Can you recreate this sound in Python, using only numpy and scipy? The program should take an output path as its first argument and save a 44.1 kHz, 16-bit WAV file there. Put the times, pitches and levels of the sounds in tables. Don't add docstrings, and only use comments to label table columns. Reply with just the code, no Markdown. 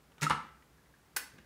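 import sys
import numpy as np
from scipy import signal
from scipy.fft import rfft, irfft
from scipy.io import wavfile
from scipy.ndimage import uniform_filter1d

SR = 44100
rng = np.random.default_rng(int(sys.argv[2]) if len(sys.argv) > 2 else 0)


def nominal_scale(level):
    x = np.asarray(level, float) / 20
    return 10 ** x


def to_wav(sig):
    pcm = np.clip(np.atleast_2d(sig), -1, 1) * 32767
    pcm = np.round(pcm).astype(np.int16)
    wavfile.write(sys.argv[1], SR, pcm.T)


N = 63945

# start in seconds, level in dB.
GRAZE_HITS = [
    (.2113, -41.5),
]
# frequency in Hz, level in dB.
GRAZE_COLOUR = [(2000, -22), (3500, -11), (5300, -10.5), (9000, -29), (15000, -22)]
# start in seconds, level in dB.
RIM_HITS = [
    (.2185, -34.5),
    (.2225, -37),
    (.2255, -37.5),
    (.2290, -29),
    (.2325, -33.5),
    (.2395, -33),
    (.2480, -39.5),
]
# frequency in Hz, level in dB, T60 in seconds.
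DISC_MODES = [(919, -9.5, 0.2), (1347, -3, 0.071), (1850, -12, 0.11), (1925, -2, 0.051),
              (2782, -5.5, 0.097), (3740, -7.5, .09), (4392, -10.5, 0.053), (5170, -4.5, 0.031),
              (5500, -21, 0.039), (7000, -4, 0.018), (6760, -7, 0.042), (8390, -4.5, 0.029),
              (8700, -20, 0.028), (11300, -12, .04)]
# frequency in Hz, level in dB.
RATTLE_COLOUR = [(180, -15), (300, -7.5), (689, -26), (870, -20.5), (2000, -5.5), (2520, -15.5),
                 (8500, -22), (16000, -35)]
# start in seconds, level in dB.
DECK_PUSHES = [
    (.2183, -36.5),
    (.2249, -39.5),
    (.2400, -37),
    (.2700, -39),
    (.3045, -30),
    (.3100, -34),
    (.4400, -52),
    (1.2150, -56),
    (1.3850, -53),
]
# frequency in Hz, level in dB, T60 in seconds.
DECK_MODES = [(188, -4.5, 0.046), (212, -1.5, 0.14), (284, 0, 0.068), (510, -3.5, 0.065), (80, -12, 0.096)]
# start in seconds, level in dB, seconds until it settles.
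DECK_BOUNCES = [
    (.2183, -37.5, .046),
    (.2249, -29, 0.072),
    (.3045, -35, 0.054),
    (.3400, -42.5, 0.059),
]
# start in seconds, level in dB.
THUD_HITS = [
    (1.3350, -54.5),
    (1.3550, -58),
]
# frequency in Hz, level in dB.
THUD_COLOUR = [(40, 3), (80, 1), (350, -5), (600, -14), (1200, -33.5)]
# start in seconds, level in dB, seconds until it is caught.
LEVER_PINGS = [
    (0.202, -48.5, 0.0058),
    (.2660, -20, 0.016),
]
# start in seconds, level in dB, seconds until it is caught.
LEVER_RINGS = [
    (.3100, -34, .195),
]
# start in seconds, level in dB.
ARM_BLOWS = [
    (.2985, -25),
    (.3042, -26),
    (.3062, -20),
    (.3100, -21.5),
    (.3190, -28.5),
    (.3255, -30),
]
# frequency in Hz, level in dB, T60 in seconds.
CHASSIS_MODES = [(780, -19, 0.0206), (939, 5, 0.037), (1030, -8, 0.015), (1080, -22, 0.015),
                 (1236, 3.5, .04), (1300, 1.5, 0.039), (1444, 0, .04), (1671, -7.5, 0.08),
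                 (1830, -35, 0.047), (2048, -5, .07), (2927, -2, 0.014), (3467, -14, 0.022),
                 (4610, -18, .02), (5530, -15, .015)]
# frequency in Hz, level in dB.
BLOW_COLOUR = [(300, -18.5), (620, -12.5), (1100, 7.5), (2100, -5), (4000, -11.5), (7000, -24),
               (12000, -32), (17000, -52)]
# frequency in Hz, level in dB.
TICK_COLOUR = [(3000, -18), (5000, -4.5), (8500, 3), (11000, -7), (12500, -29), (17000, -19)]
# start in seconds, level in dB.
LATCH_SLIP = [
    (1.1605, -50),
]
# start in seconds, level in dB.
LATCH_SNAPS = [
    (1.1632, -28),
    (1.1645, -27),
    (1.1657, -28.5),
    (1.1685, -28.5),
    (1.1750, -48),
]
# frequency in Hz, level in dB, T60 in seconds.
LATCH_MODES = [(868, -8.5, 0.05), (1060, -9, 0.048), (1539, -3, 0.056), (1734, -8, 0.1),
               (2010, -5.5, 0.013), (2430, -14, 0.034), (4350, -3, 0.02), (5270, 1.5, 0.013),
               (6140, -1, 0.028), (8500, -5, 0.042), (10230, 6.5, 0.017), (11960, -19, 0.023),
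               (11300, -24, 0.034), (13800, -13, 0.022)]
# frequency in Hz, level in dB.
SNAP_COLOUR = [(180, -30), (300, -13), (865, -18), (1230, -7.5), (1970, -5.5), (3430, -11.5),
               (10800, -11.5), (15800, -10), (16700, -54)]
# start in seconds, level in dB, pitch in Hz, crack level in dB.
GEAR_TEETH = [
    (0.119, -63, 1140, 4),
    (0.1811, -55, 1300, 3.5),
    (0.624, -60, 1940, -2),
    (0.782, -59.5, 1625, -24),
    (0.859, -62, 1990, -10),
    (.9390, -52.5, 1627, -17),
    (1.3828, -58, 1000, 6.5),
    (1.386, -52.5, 1567, 0.5),
    (1.400, -59, 1820, -8),
]
# frequency in Hz, level in dB.
TOOTH_COLOUR = [(300, -5), (900, -4), (2000, -5.5), (3500, -8.5), (4500, -26), (6500, -18), (12000, -37)]
# frequency in Hz, T60 in seconds.
ROOM_DECAY = [(100, 0.43), (300, .35), (1000, 0.41), (2000, 0.46), (4000, 0.42), (8000, 0.34),
              (15000, 0.22)]
# frequency in Hz, line width in Hz, level in dB.
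MOTOR_HUM = [
    (60, 12, -69),
    (154, 20, -72),
]
# frequency in Hz, level in dB.
HISS_COLOUR = [(20, -13), (60, -15), (156, -8.5), (300, -14), (620, -18), (1400, -19.5), (3000, -28),
               (15300, -36)]
# frequency in Hz, level
# in dB.
MIC_TONE = [(15, -28), (45, -3.5), (90, -1), (480, -0.5), (620, -2), (800, -1),
            (15600, 0), (16000, -20), (16800, -28), (17000, -90)]


def read(points, hz):
    f, value = np.transpose(points)
    return np.interp(np.log(hz + 1), np.log(f + 1), value)


def add(mix, s, sound):
    part = mix[round(s * SR):][:len(sound)]
    part += sound[:len(part)]


def noise(colour, size):
    spectrum = rfft(rng.standard_normal(size))
    x = irfft(spectrum * nominal_scale(read(colour, np.fft.rfftfreq(size, 1 / SR))), size)
    return x / x.std()


def strike(hits, modes, spread_db=3.0, crack=None, crack_db=0, crack_t60=0.1):
    out, t = np.zeros(N), np.arange(SR // 2) / SR
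    hz, db, t60 = np.transpose(modes)[:, :, None]
    contact_s, pitch_scatter = 0.0006, 0.025
    for s, hit_db in hits:
        place_db = spread_db * rng.standard_normal(hz.shape)
        pitch = 1 + pitch_scatter * rng.standard_normal(hz.shape)
        sides = rng.choice([-1, 1, 1], hz.shape)
        fall = nominal_scale(db + place_db - 60 * t / t60)
        ring = (fall * sides * np.sin(2 * np.pi * hz * pitch * t)).sum(0)
        sound = ring / np.linalg.norm(nominal_scale(db))
        if crack is not None:
            sound = sound + noise(crack, len(t)) * nominal_scale(crack_db - 60 * t / crack_t60)
        add(out, s, nominal_scale(hit_db) * sound * np.minimum(t / contact_s, 1))
    return out


def burst(hits, colour, t60):
    return strike(hits, [(1000, 0, 1e-5)], 0, colour, 0, t60)


def held(rows, hz, t60, caught_t60):
    out, t = np.zeros(N), np.arange(SR // 2) / SR
    attack = np.minimum(t / 0.00064, 1)
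    for s, db, free_s in rows:
        fall_db = 60 * t / t60 + 60 * np.maximum(t - free_s, 0) / caught_t60
        add(out, s, nominal_scale(db - fall_db) * attack * np.sin(2 * np.pi * hz * t))
    return out


def landing():
    graze = burst(GRAZE_HITS, GRAZE_COLOUR, t60=0.05)
    rattle = strike(RIM_HITS, DISC_MODES, 3.0, RATTLE_COLOUR, crack_db=2, crack_t60=0.037)
    deck = strike(DECK_PUSHES, DECK_MODES)
    thuds = burst(THUD_HITS, THUD_COLOUR, t60=0.16)
    return graze + rattle + deck + thuds


def deck_bounce():
    return held(DECK_BOUNCES, hz=151, t60=0.26, caught_t60=0.04)


def linkage():
    tick = burst([(0.2982, -25)], TICK_COLOUR, t60=0.0063)
    blows = strike(ARM_BLOWS, CHASSIS_MODES, 1.7, BLOW_COLOUR, crack_db=-3.5, crack_t60=0.03)
    return blows + tick


def lever():
    pings = held(LEVER_PINGS, hz=1297, t60=0.085, caught_t60=0.012)
    rings = held(LEVER_RINGS, hz=1321, t60=0.5, caught_t60=0.5)
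    return pings + rings


def latch():
    slip = strike(LATCH_SLIP, LATCH_MODES[2:6])
    snap = strike(LATCH_SNAPS, LATCH_MODES, 2.5, SNAP_COLOUR, crack_db=-5.5, crack_t60=0.064)
    return slip + snap


def gears():
    out, tooth_t60 = np.zeros(N), 0.042
    for s, db, hz, crack_db in GEAR_TEETH:
        modes = [(hz, 0, tooth_t60), (hz * 1.15, -6, tooth_t60)]
        out = out + strike([(s, db)], modes, 0, TOOTH_COLOUR, crack_db, crack_t60=0.035)
    return out


def room(x):
    delay_s, blur_hz = 0.0038, 25
    hz, t, z = signal.stft(rng.standard_normal(SR), SR, nperseg=256)
    fall = nominal_scale(-60 * t / read(ROOM_DECAY, hz)[:, None])
    tail = signal.istft(z * fall, SR, nperseg=256)[1]
    tail = tail * np.clip(np.arange(len(tail)) / SR / delay_s - 1, 0, 1)
    wet = signal.hilbert(signal.fftconvolve(x, tail / np.linalg.norm(tail))[:N])
    wander = np.cumsum(rng.standard_normal(N)) * np.sqrt(2 * np.pi * blur_hz / SR)
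    drift = uniform_filter1d(wander, size=64)
    return (wet * np.exp(1j * drift)).real


def floor():
    hz = np.fft.rfftfreq(N, 1 / SR)
    out = nominal_scale(-65) * noise(HISS_COLOUR, N)
    for hum_hz, width_hz, db in MOTOR_HUM:
        line = 1 / (1 + (2 * (hz - hum_hz) / width_hz) ** 2)
        tone = irfft(rfft(rng.standard_normal(N)) * line, N)
        out = out + nominal_scale(db) * tone / tone.std()
    return out


def scene():
    near = landing() + linkage() + latch() + gears()
    ping = lever()
    bounce = deck_bounce()
    send = near + nominal_scale(-7) * ping + nominal_scale(-11) * bounce
    mix = near + ping + bounce + nominal_scale(-7) * room(send) + floor()
    return mix[None]


def low_pass(x):
    return signal.sosfilt(signal.butter(12, 16810, fs=SR, output="sos"), x)


def record(dry):
    db = read(MIC_TONE, abs(np.fft.fftfreq(8192, 1 / SR)))
    response = np.exp(np.conj(signal.hilbert(np.log(nominal_scale(db)))))
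    taps = np.fft.ifft(response).real[:4096]
    mix = signal.oaconvolve(dry, taps[None])[:, :N]
    return low_pass(mix)


dry = scene()
out = record(dry)
to_wav(out)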